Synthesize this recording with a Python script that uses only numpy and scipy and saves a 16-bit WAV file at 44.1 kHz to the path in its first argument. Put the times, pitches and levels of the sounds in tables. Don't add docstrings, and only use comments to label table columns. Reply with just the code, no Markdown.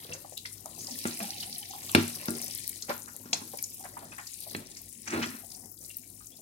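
import sys
import numpy as np
from scipy import signal
from scipy.io import wavfile
from scipy.ndimage import uniform_filter1d

SR = 44100
rng = np.random.default_rng(int(sys.argv[2]) if len(sys.argv) > 2 else 0)


def generate_wav(signal):
    frames = np.transpose(np.atleast_2d(signal))
    scaled = np.clip(frames, -1, 1) * 32767
    pcm = np.round(scaled).astype(np.int16)
    wavfile.write(sys.argv[1], SR, pcm)


N = 282681


def undb(db):
    return 10 ** (np.asarray(db) / 20)


def unit(x):
    return x / np.sqrt(np.mean(x ** 2))


def curves(table):
    s, *columns = np.transpose(table)
    return [np.interp(np.arange(N) / SR, s, column) for column in columns]


def during(table):
    t = np.arange(N) / SR
    return (t > table[0][0]) * (t < table[-1][0])


def band(x, hz, octaves):
    edges = np.clip(hz * 2. ** (np.array([-.5, .5]) * octaves), 20, .47 * SR)
    return signal.sosfilt(signal.butter(3, edges, "bandpass", fs=SR, output="sos"), x)


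def fall_60db(t, t60_s):
    return np.exp(-np.log(1000) * t / t60_s)


def fade(x, t60_s):
    return signal.lfilter([1], [1, -fall_60db(1 / SR, t60_s)], x)


def walk(rate_hz):
    hold = int(SR / rate_hz)
    levels = np.repeat(rng.standard_normal(N // hold + 1), hold)
    return 1.45 * uniform_filter1d(levels, hold)[:N]


def wavering_tone(hz, depth, rate_hz):
    return np.sin(2 * np.pi * np.cumsum(hz * (1 + depth * walk(rate_hz))) / SR)


def noise(n, alike):
    a, b = rng.standard_normal((2, n))
    alike = np.clip(alike, 0, 1)
    return np.array([a, alike * a + np.sqrt(1 - alike ** 2) * b])


def sides(pan_db):
    return undb(np.multiply.outer([.5, -.5], pan_db))


BAND_DRIFT_DB = 4


def grains(centres_hz, weights_db, per_s, scatter_db, t60_s, spread_octaves, bed, flicker_db, alike, drift):
    when, size, pick = rng.random((int(per_s * N / SR), 3)).T
    centre = np.log2(centres_hz[0]) + pick * np.log2(centres_hz[-1] / centres_hz[0])
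    size = undb(scatter_db * np.minimum(-np.log(1 - size), 3.5))
    out = 0
    for hz, db in zip(centres_hz, weights_db):
        nearness = np.exp(-((np.log2(hz) - centre) / spread_octaves) ** 2)
        hits = np.bincount((when * N).astype(int), size * nearness, N)
        flicker = undb(flicker_db * walk(16) + BAND_DRIFT_DB * drift * walk(6))
        shape = (unit(fade(hits, t60_s)) + bed) * flicker
        out = out + undb(db) * unit(band(shape * noise(N, alike), hz, 0.38))
    return unit(out)


def bubbles(per_s, low_hz, high_hz, cycles, scatter_db):
    out = np.zeros((2, N + SR))
    for when, pick, size, place in rng.random((int(per_s * N / SR), 4)):
        hz = low_hz * (high_hz / low_hz) ** pick
        turn = np.arange(int(3 * cycles * SR / hz)) * hz / SR
        age = turn / cycles
        note = np.sin(2 * np.pi * turn * (1 + 0.024 * age)) * age * np.exp(-2.5 * age)
        i = int(when * N)
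        pan = sides(10 * (place - .5))[:, None]
        out[:, i:i + len(turn)] += undb(scatter_db * (size - 1)) * pan * note
    return unit(out[:, :N])


LUMP_SAMPLES = 130


def bursts(rows, octaves, alike, tail_db, tail_t60_s, rise_s, tone_db=-60, lumpy_db=0):
    out, t = np.zeros((2, N + SR)), np.arange(SR // 5) / SR
    swell = (1 - np.exp(-t / rise_s)) ** 2
    spatter = undb(tail_db) * fall_60db(t, tail_t60_s)
    for s, db, hz, t60_s, pan_db in rows:
        knots = t[::LUMP_SAMPLES]
        lumps = np.interp(t, knots, rng.standard_normal(len(knots)))
        fall = swell * fall_60db(t, np.clip(t60_s, .002, .4)) * undb(lumpy_db * lumps)
        burst = band(noise(len(t), alike) * (fall + spatter), hz, octaves)
        pitch_hz = hz * (1 + 2.1 * t + .012 * lumpy_db * lumps)
        note = np.sin(2 * np.pi * np.cumsum(pitch_hz) / SR) * fall / fall.max()
        burst = burst / np.abs(burst).max() + undb(tone_db) * note
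        i = int(s * SR)
        out[:, i:i + len(t)] += undb(db) * sides(pan_db)[:, None] * burst
    return out[:, :N]


def ring(force, hz, t60_s):
    pole = np.exp(2j * np.pi * hz / SR) * fall_60db(1 / SR, t60_s)
    return signal.lfilter([1], [1, -pole], force).imag


# time_s, fizz_db, spray_db, gurgle_db,
# pan_db (left minus right, for the fizz; the spray takes a share)
WATER_FLOW = [(0.0, -51.5, -49.5, -62, 6), (0.28, -52, -61, -73.5, 24), (0.45, -47.5, -67, -73.5, 22),
              (0.69, -51.5, -58, -66.5, 37), (0.8, -49, -55.5, -59.5, 12), (0.98, -42.5, -45.5, -63.5, 6.0),
              (1.32, -42.5, -45.5, -61, 0), (1.64, -45.5, -52, -71, 7), (1.98, -42, -47, -55.5, 4),
              (2.26, -45, -46, -57.5, 9), (2.34, -43.5, -47, -54, 17), (2.61, -44.5, -47, -68, 20),
              (2.93, -49, -59.5, -68, 17), (3.11, -49.5, -65, -69.5, 27), (3.39, -49.5, -62, -58, 5),
              (3.53, -47.5, -57, -69, 14), (3.77, -47.5, -59, -72.5, 1.5), (4.05, -53, -60.5, -55, 23),
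              (4.3, -48, -57, -88, 12), (4.55, -50, -50, -57, 13), (4.66, -55, -56, -61, 24),
              (4.78, -52.5, -56, -76, 14), (5.0, -49.5, -62, -76.5, 15), (5.23, -45.5, -45, -58.5, 6),
              (5.4, -47.5, -61, -72.5, 15), (5.52, -49.5, -62.5, -69.5, 27), (5.64, -50, -71.5, -68, 18),
              (5.73, -52.5, -76.5, -78, 23), (5.79, -53, -80, -80.5, 20.5), (5.83, -45.5, -61.5, -68.5, 6),
              (5.95, -49.5, -60, -81, 26), (6.13, -51, -72, -74, 24.5), (6.18, -48.5, -64.5, -79.5, 22),
              (6.25, -51.5, -64, -86, 24), (6.41, -53, -72, -72.5, 23)]
# pitch_hz, level_db
FIZZ_COLOUR = [(2940, -36), (5000, -5.5), (7020, -0.5), (10900, 5.5), (13900, -4.5), (15900, -4),
               (16500, -36.5)]
FIZZ_GAIN_DB, SPRAY_GAIN_DB, GURGLE_GAIN_DB = 4.5, 3.5, 3.5
DRUM_DB, DRUM_PER_GURGLE = -58.5, 0.39


def water():
    fizz_db, spray_db, gurgle_db, pan_db = curves(WATER_FLOW)
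    across = sides(pan_db) / np.sqrt(np.sum(sides(pan_db) ** 2, axis=0))
    drum_db = DRUM_DB + DRUM_PER_GURGLE * (gurgle_db - np.mean(gurgle_db))
    hz = 5600 * 2 ** (np.arange(5) * 0.3766)
    colour_hz, colour_db = np.transpose(FIZZ_COLOUR)
    tilt_db = np.interp(np.log(hz), np.log(colour_hz), colour_db) + 10 * np.log10(hz)
    fizz = grains(hz, tilt_db, 500., 5.1, 0.016, 0.44, bed=1.0, flicker_db=1.6, alike=0.14, drift=0.27)
    spray = grains([2000, 2600, 3400, 4300, 5400], [-10, -8, -8, -1.2, -.2],
                   300., 3.5, .013, .4, bed=.65, flicker_db=1.5, alike=.3, drift=.35)
    spray = undb(-3.5) * spray + undb(-17) * bubbles(100.0, 2028, 5720, 11.0, 4.2)
    gurgle = grains([400, 540, 720, 980, 1350, 1850], [-3, -2.5, -.2, -3, -5, -5],
                    140., 2.5, .03, .5, bed=.4, flicker_db=2.5, alike=.8, drift=.5)
    gurgle = undb(-1.5) * gurgle + undb(-8.0) * bubbles(90.0, 491, 1840, 4.4, 7.8)
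    rumble = unit(band(noise(N, 0.91), 189.0, 1.95)) * undb(drum_db - 2.0)
    return (undb(fizz_db + FIZZ_GAIN_DB) * across * fizz
            + undb(spray_db + SPRAY_GAIN_DB) * sides(0.17 * pan_db) * spray
            + undb(gurgle_db + GURGLE_GAIN_DB) * gurgle
            + rumble + basin_drumming(drum_db))


# pitch_hz, level_db, t60_s, pan_db (left minus right)
BASIN_MODES = [(101.6, -4, .3, 3), (129, -12.5, .15, 7.5), (158.5, -10, 0.41, -0.5),
               (206, -10.5, 0.23, 1.8), (236.5, -4.5, 0.36, 1.3), (267.5, -5.5, .15, -4),
               (326.6, -11.5, 0.24, -1), (381.8, -11.5, .2, -3), (460, -27, 0.18, 5),
               (631, -15.5, 0.14, -2), (745, -15.5, 0.036, 5.5), (880, -13.5, 0.091, 4),
               (925, -13.5, 0.034, -7), (1184, -15.5, 0.16, -3.5), (1384, -6, 0.082, 6.5)]
DEEP_BELOW_HZ = 215


def ring_basin(force_on):
    out = np.zeros((2, N))
    for hz, db, t60_s, pan_db in BASIN_MODES:
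        out += undb(db) * sides(pan_db)[:, None] * ring(force_on(hz), hz, t60_s)
    return out


def basin_drumming(drum_db):
    patter = rng.standard_normal(N) * undb(drum_db + 1.2 * walk(4.5))
    return ring_basin(lambda hz: patter * undb(-29.0) / (1 + (hz / 500) ** 2))


# pitch_hz, level_db
HUM_TONES = [(100, -61), (300, -83)]


def hum():
    tones = sum(undb(db + 1.9 * walk(8.1)) * wavering_tone(hz, 0.0302, 16) for hz, db in HUM_TONES)
    return sides(2.2)[:, None] * tones


# start_s, level_db, pitch_hz, t60_s, smack_db (over level_db)
BIRD_PLOPS = [(0.046, -48, 466, 0.03, 1), (0.094, -41.5, 466, 0.33, -1.5), (0.122, -35.5, 2700, 0.017, -26),
              (0.138, -45.5, 488, 0.11, -0.5), (0.246, -37, 750, 0.016, -25), (0.321, -38, 540, 0.016, -39),
              (0.452, -33.5, 2060, 0.015, -8.5), (0.656, -35, 790, 0.0096, -32),
              (0.879, -45, 752, 0.11, -26), (1.199, -42, 1133, 0.045, -13), (1.328, -43, 2980, 0.038, -28),
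              (1.425, -35.5, 2950, 0.04, -7), (1.627, -38.5, 3040, 0.023, -20),
              (1.73, -39.5, 934, 0.056, -21), (1.89, -44.5, 1138, 0.075, -17), (2.882, -38, 620, 0.038, 5),
              (2.8945, -26, 560, 0.045, 0), (2.911, -32, 1410, 0.025, 2), (2.925, -54, 694, 0.046, -7),
              (2.902, -25, 982, 0.021, -12), (3.075, -44, 1356, 0.068, -1), (3.329, -32.5, 684, 0.028, -12),
              (3.5315, -37, 750, 0.042, -13), (3.538, -38.5, 460, 0.015, -18),
              (3.586, -40, 2280, 0.023, -25), (3.794, -47.5, 750, 0.16, -21), (3.838, -45.5, 794, .03, 2),
              (3.85, -42, 700, 0.038, 6), (3.965, -35, 912, 0.071, -3.5), (4.023, -46, 830, 0.021, 0),
              (4.118, -44.5, 2480, 0.051, 7), (4.179, -38.5, 1850, 0.067, 5), (4.465, -41, 660, 0.023, -22),
              (4.76, -51, 2080, 0.081, -5), (5.072, -37, 2370, 0.033, 5), (5.223, -31.5, 2950, 0.057, 2),
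              (5.432, -50.5, 673, 0.064, -28), (5.568, -57.5, 736, 0.059, -1),
              (5.628, -54.5, 745, 0.11, -16), (5.9, -44, 2770, 0.046, -18.5), (6.03, -53, 2176, 0.066, -24),
              (6.204, -54, 1198, 0.095, -29), (6.316, -55.5, 3200, 0.12, -20),
              (6.319, -59, 490, 0.072, -24), (6.384, -55.5, 623, 0.1, -29)]
PLOP_PAN_DB = 1


def plops():
    notes = [(s, db, hz, t60_s, PLOP_PAN_DB) for s, db, hz, t60_s, _ in BIRD_PLOPS]
    smacks = [(s, db + smack_db, 1250, t60_s, PLOP_PAN_DB) for s, db, _, t60_s, smack_db in BIRD_PLOPS]
    return (bursts(notes, 0.96, 0.48, -22.5, 0.084, 0.0033, tone_db=0.0, lumpy_db=3.0)
            + bursts(smacks, 1.6, 0.37, -36.5, 0.138, 0.0076, lumpy_db=2.5))


# pitch_hz, level_db, t60_s
COLANDER_MODES = [(1325, -2, .04), (1610, -3, 0.04), (1730, -6, .04), (1975, -4, .03), (2386, -4, .02),
                  (2558, 2, .016), (2795, -5, 0.022), (3321, -7, 0.03), (3600, -7, 0.03), (3890, -8, .03),
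                  (4145, -1, 0.045), (5340, -2, .04), (5570, -7, .04), (6960, -3, .025)]


def ring_colander(force_on):
    return sum(undb(db) * ring(force_on(hz), hz, t60_s) for hz, db, t60_s in COLANDER_MODES)


# start_s, level_db, crack_db, ring_db, deep_db (weight on deep modes),
# crack_hz, contact_ms, clatter_db; levels after the first are relative to it
COLANDER_KNOCKS = [(0.092, -38, -4.5, -13.5, 13, 2320, 1.2, -13),
                   (1.0536, -20, -7, -7, -7, 1850, 1.46, -12.5),
                   (1.203, -34.5, 3, -11, -15, 2030, 1.1, -1.5),
                   (1.9493, -7.5, 1, -7, -2.5, 2430, 1.5, -11),
                   (2.284, -21.5, -8, -2.5, -13, 1630, 2.36, -29),
                   (2.892, -30, -6, -6, -11, 2420, 0.65, -3), (3.257, -40, -13, -3, -9, 2000, 1.6, -10),
                   (3.331, -35.5, 23, -10, -2, 4570, 0.45, 3), (3.417, -36, -9, -5, -24, 1500, 2.7, -21),
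                   (4.549, -25, 0.5, -16.5, 5.5, 2310, 1, -30), (5.349, -42, -6, -4, -16, 1500, 0.96, -22)]
KNOCK_PAN_DB = -0.5
CLINK_DB, CLINK_OCTAVES = -9.5, 0.94
CLATTER_T60_S, CLATTER_OCTAVES = 0.33, 3.5


def crack_nearness(hz):
    crack_hz = np.transpose(COLANDER_KNOCKS)[5]
    return np.exp(-(np.log2(hz / crack_hz) / CLINK_OCTAVES) ** 2)


def knocks():
    s, knock_db, crack_db, ring_db, deep_db, crack_hz, contact_ms, clatter_db = np.transpose(COLANDER_KNOCKS)
    at, push = (s * SR).astype(int), np.zeros(N)

    def basin_blows(hz):
        blows = np.zeros(N)
        spot_db = -2.5 + 1.2 * rng.standard_normal(len(s)) + (hz < DEEP_BELOW_HZ) * deep_db
        blows[at] = undb(knock_db + ring_db + spot_db)
        return blows

    def colander_blows(hz):
        blows = np.zeros((2, N))
        mix = 1 + 0.91 * rng.standard_normal((2, len(s)))
        blows[:, at] = undb(knock_db + crack_db + CLINK_DB) * crack_nearness(hz) * mix
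        return blows

    for i, db, ms in zip(at, knock_db, contact_ms):
        shape = np.hanning(int(ms * SR / 1000) + 3)
        push[i:i + len(shape)] = undb(db + 31.5) * shape / shape.sum()

    def contact(level_db, hz, t60_s, *settings):
        rows = [(start, db, f, t60_s, KNOCK_PAN_DB) for start, db, f in zip(s, level_db, hz)]
        return bursts(rows, *settings)

    cracks = contact(knock_db + crack_db, crack_hz, .011, 0.75, 0.4, -34, 0.15, 0.00027)
    clatter = contact(knock_db + clatter_db, .6 * crack_hz, CLATTER_T60_S,
                      CLATTER_OCTAVES, 0.05, -34.5, .5, 0.0017)
    thuds = contact(knock_db - 11, np.full(len(s), 270), .19, 0.96, 1.0, -35.5, 0.29, 0.0021)
    ringing = ring_basin(basin_blows) + ring_colander(colander_blows)
    return ringing + band(push, 300, 2.48) + cracks + clatter + thuds


# start_s, level_db, pitch_hz
FLOOR_BOOMS = [(0.116, -53, 156), (0.9, -45, 244.5), (1.2, -40.5, 203), (1.473, -53.5, 189),
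               (2.311, -53, 244), (3.269, -51, 250.5), (4.951, -52, 224), (5.275, -44, 240.4),
               (5.973, -59, 231)]
BOOM_T60_S = 0.2


def booms():
    rows = [row + (BOOM_T60_S, KNOCK_PAN_DB) for row in FLOOR_BOOMS]
    return bursts(rows, 0.31, 0.87, -40, .3, 0.01, tone_db=2.0)


# start_s, level_db, centre_hz, t60_s
BRIGHT_BURSTS = [(0.1315, -25.5, 6070, 0.056), (0.37, -29, 3790, 0.079), (0.456, -28.5, 4350, 0.0049),
                 (0.53, -34, 8900, 0.0065), (0.658, -55, 9500, 0.009), (0.7833, -33, 6040, 0.57),
                 (0.987, -35, 4800, 0.026), (1.071, -24, 7650, 0.0036), (1.19, -29, 11400, 0.013),
                 (1.399, -28, 4550, 0.054), (1.429, -31, 4300, 0.022), (1.5263, -28.5, 4600, 0.0078),
                 (1.558, -32, 4090, 0.013), (1.582, -28, 10350, 0.02), (1.707, -31.5, 6370, 0.015),
                 (1.891, -29.5, 3480, 0.023), (1.914, -35, 10200, 0.011), (1.9491, -18.5, 4020, 0.017),
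                 (1.948, -18.5, 9420, 0.019), (2.078, -27, 8700, 0.0083), (2.098, -31, 7900, 0.0084),
                 (2.1494, -33, 12800, 0.011), (2.255, -27, 12000, 0.0083), (2.292, -32, 9800, 0.013),
                 (2.304, -36, 11500, 0.019), (2.382, -27, 9230, 0.01), (2.4144, -29, 9970, 0.013),
                 (2.4227, -27.5, 5730, 0.0087), (2.441, -28, 11400, 0.012), (2.46, -30, 9800, 0.006),
                 (2.4795, -36, 7500, 0.012), (2.508, -32, 10060, 0.013), (2.5475, -24.5, 11200, 0.013),
                 (2.575, -28, 12800, 0.013), (2.676, -29, 14100, 0.012), (2.692, -24, 11200, 0.013),
                 (2.756, -41, 7900, 0.014), (2.822, -24.5, 5490, 0.011), (2.8934, -29, 4660, 0.007),
                 (2.9793, -38, 9900, 0.011), (3.163, -38, 10500, 0.015), (3.3283, -14.5, 6050, 0.051),
                 (3.5707, -30, 10500, 0.013), (3.585, -32, 5500, 0.016), (3.626, -27, 11500, 0.0084),
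                 (3.638, -23, 6800, 0.016), (3.741, -31.5, 12000, 0.013), (4.2683, -33, 5400, 0.023),
                 (4.333, -34, 6700, 0.015), (4.403, -30, 10200, 0.0073), (4.427, -43, 13600, 0.008),
                 (4.496, -35.5, 6230, 0.01), (4.53, -39, 8400, 0.007), (4.564, -32.5, 7900, 0.009),
                 (4.713, -34, 7900, 0.013), (4.769, -31.5, 6140, 0.0061), (4.815, -34, 12700, 0.01),
                 (5.073, -28.5, 5960, 0.049), (5.105, -29, 6360, 0.0058), (5.222, -28, 5300, 0.062),
                 (5.302, -33, 10130, 0.0061), (5.5, -39, 5300, .02), (5.515, -36, 5030, .02),
                 (5.547, -34.5, 5680, 0.0085), (5.7142, -32, 14500, 0.022), (5.8916, -38, 9300, 0.014),
                 (5.9675, -26, 14500, 0.017), (6.2678, -35.5, 7710, 0.018)]
STRAY_OVER_FIZZ_DB, STRAY_SCATTER_DB, STRAY_T60_S = 13.5, 9, 0.0084
STRAY_LOW_HZ, STRAY_HIGH_HZ = 4520, 13500
BRIGHT_PAN_DB_OCT, BRIGHT_CENTRE_HZ = 3, 2650


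def bright_bursts(count=40):
    fizz_db = curves(WATER_FLOW)[0]
    strays = []
    for when, size, pick in rng.random((count, 3)):
        level_db = fizz_db[int(when * N)] + STRAY_OVER_FIZZ_DB - STRAY_SCATTER_DB * size
        hz = STRAY_LOW_HZ * (STRAY_HIGH_HZ / STRAY_LOW_HZ) ** pick
        strays.append((when * N / SR, level_db, hz, STRAY_T60_S))
    rows = [row + (BRIGHT_PAN_DB_OCT * np.log2(row[2] / BRIGHT_CENTRE_HZ),) for row in BRIGHT_BURSTS + strays]
    return bursts(rows, 0.75, 0.1, -30.0, 0.12, 0.003, tone_db=-9, lumpy_db=2.5)


# start_s, level_db, centre_hz, pan_db (left minus right)
STEEL_TICKS = [(0.133, -35, 6580, 7.5), (0.3767, -20, 9500, 10.5), (0.5292, -31, 8950, 11.0),
               (0.6581, -30.5, 9400, 24), (0.9507, -35, 10300, 7.5), (0.988, -18, 10300, 4.5),
               (1.1902, -20, 11400, 4.0), (1.525, -44, 5320, 3.0), (1.5818, -21, 10700, 9),
               (1.916, -16, 10300, 5.0), (2.0803, -25, 8700, 6.0), (2.2568, -24, 12900, 9.0),
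               (2.3056, -13.5, 11200, 9), (2.351, -30, 6050, 12.5), (2.4162, -16, 9990, 15),
               (2.4235, -32, 5330, 8.0), (2.442, -22, 11200, 11.0), (2.4464, -25, 12400, 8.5),
               (2.463, -26, 9770, 11.0), (2.4804, -23, 9520, 9.0), (2.5113, -33, 9860, 10),
               (2.5371, -29, 8060, 13.0), (2.5492, -20, 10600, 11.5), (2.575, -29, 12900, 12.0),
               (2.6044, -30, 10600, 9), (2.6771, -15, 13800, 17), (2.6938, -25, 11100, 14),
               (2.7587, -28, 8150, 8), (2.8228, -31, 5300, 9), (2.939, -34.5, 5260, 16),
               (2.9786, -27, 9870, 13.0), (3.0026, -33, 11200, 17), (3.0205, -29, 7200, 14),
               (3.0589, -35, 5760, 22), (3.1425, -38, 7990, 17.0), (3.1637, -26, 10400, 16),
               (3.5733, -25, 9250, 11.0), (3.6257, -13.5, 11300, 8), (3.6387, -26, 6050, 2),
               (4.3784, -38, 7840, 6.0), (4.405, -25, 10500, 3), (4.816, -29, 12700, -1),
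               (5.657, -31, 9200, 15), (5.9686, -20, 13200, 12.5)]
TICK_T60_S, TICK_GAIN_DB, TICK_DELAY_S = .003, -1, .0006


def ticks():
    rows = [(s + TICK_DELAY_S, db + TICK_GAIN_DB, hz, TICK_T60_S, pan_db) for s, db, hz, pan_db in STEEL_TICKS]
    return bursts(rows, 1.09, 0.5, -25, 0.012, 0.000068)


# peak_s, level_db
HOLLOW_GLUGS = [(1.21, -37), (1.237, -37), (1.3, -45), (1.36, -45), (1.432, -54), (1.481, -48),
                (1.57, -53.5), (1.625, -51), (1.709, -43), (1.755, -42.5), (1.795, -57.5)]
# start_s, end_s, level_db (over MURMUR_DB)
MURMUR_SPELLS = [(1.1, 2.51, 1), (5.41, 5.72, -2.5), (5.973, 6.41, -9)]
MURMUR_DB, HOLLOW_HZ = -65, 746
SURGE_RISE_DB_S, SURGE_FALL_DB_S = 1088, 848


def hollow():
    t = np.arange(N) / SR
    size = sum(undb(MURMUR_DB + db) * (t > start) * (t < end) for start, end, db in MURMUR_SPELLS)
    for s, db in HOLLOW_GLUGS:
        size = size + undb(db - np.maximum(SURGE_RISE_DB_S * (s - t), SURGE_FALL_DB_S * (t - s)))
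    churn = unit(band(rng.standard_normal(N), 33, 2.0)) + 2.1
    return size * unit(churn) * wavering_tone(HOLLOW_HZ, 0.049, 40)


# time_s, weight_db (on the basin), rasp_db
COLANDER_DRAG = [(5.04, -68, -83), (5.076, -55, -45.5), (5.122, -44, -42.5), (5.136, -31.5, -37),
                 (5.204, -34, -46), (5.234, -49, -33), (5.27, -41.5, -52), (5.3, -61, -55),
                 (5.34, -62, -53), (5.42, -69, -63)]
GROAN_DB = -8.5


def drag():
    weight_db, rasp_db = curves(COLANDER_DRAG)
    gate = during(COLANDER_DRAG)
    weight = gate * undb(weight_db)
    slips = unit(rng.standard_normal(N) * (rng.random(N) < 2600 / SR))
    basin = ring_basin(lambda hz: slips * weight * undb(-28.5 - 7.9 * (hz < DEEP_BELOW_HZ)))
    colander = ring_colander(lambda hz: crack_nearness(hz).mean() * slips * gate * undb(rasp_db - 22.5))
    grit = slips * noise(N, 0.24)
    rasp = gate * undb(rasp_db - 0.5) * unit(band(grit, 1670, 1.0))
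    groan = weight * undb(GROAN_DB) * unit(band(grit, 630, 1.27))
    low_scrape = weight * undb(-1.5) * unit(band(slips, 265, 1.0))
    return basin + colander + rasp + groan + low_scrape


ROOM_T60_S, ROOM_DB = 0.3, -12


def room(near):
    t = np.arange(SR // 2) / SR
    tail = rng.standard_normal((2, len(t))) * fall_60db(t, ROOM_T60_S) * np.minimum(t / 0.0078, 1)
    tail = signal.lfilter([1], [1, -.4], tail)
    tail /= np.sqrt((tail ** 2).sum(axis=1, keepdims=True))
    return undb(ROOM_DB) * signal.fftconvolve(band(near, 2700, 5.4), tail, axes=1)[:, :N]


LEFT_LEAD_S = .0003


def ports(x):
    lag = int(LEFT_LEAD_S * SR)
    return np.array([x[0], np.concatenate([np.zeros(lag), x[1, :N - lag]])])


def scene():
    near = water() + plops() + knocks() + booms() + bright_bursts() + ticks() + hollow() + drag()
    return ports(near) + room(near) + hum()


TOP_HZ = 15900


def record(dry):
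    mic = signal.sosfilt(signal.butter(6, 90, "highpass", fs=SR, output="sos"), dry)
    mic = mic + undb(-69.5) * unit(band(noise(N, 0.21), 55, 0.38))
    mic = mic + undb(-81.5) * unit(band(noise(N, .3), 30, 1.6))
    return signal.sosfilt(signal.ellip(10, .2, 80, TOP_HZ, fs=SR, output="sos"), mic)


dry = scene()
out = record(dry)
generate_wav(out)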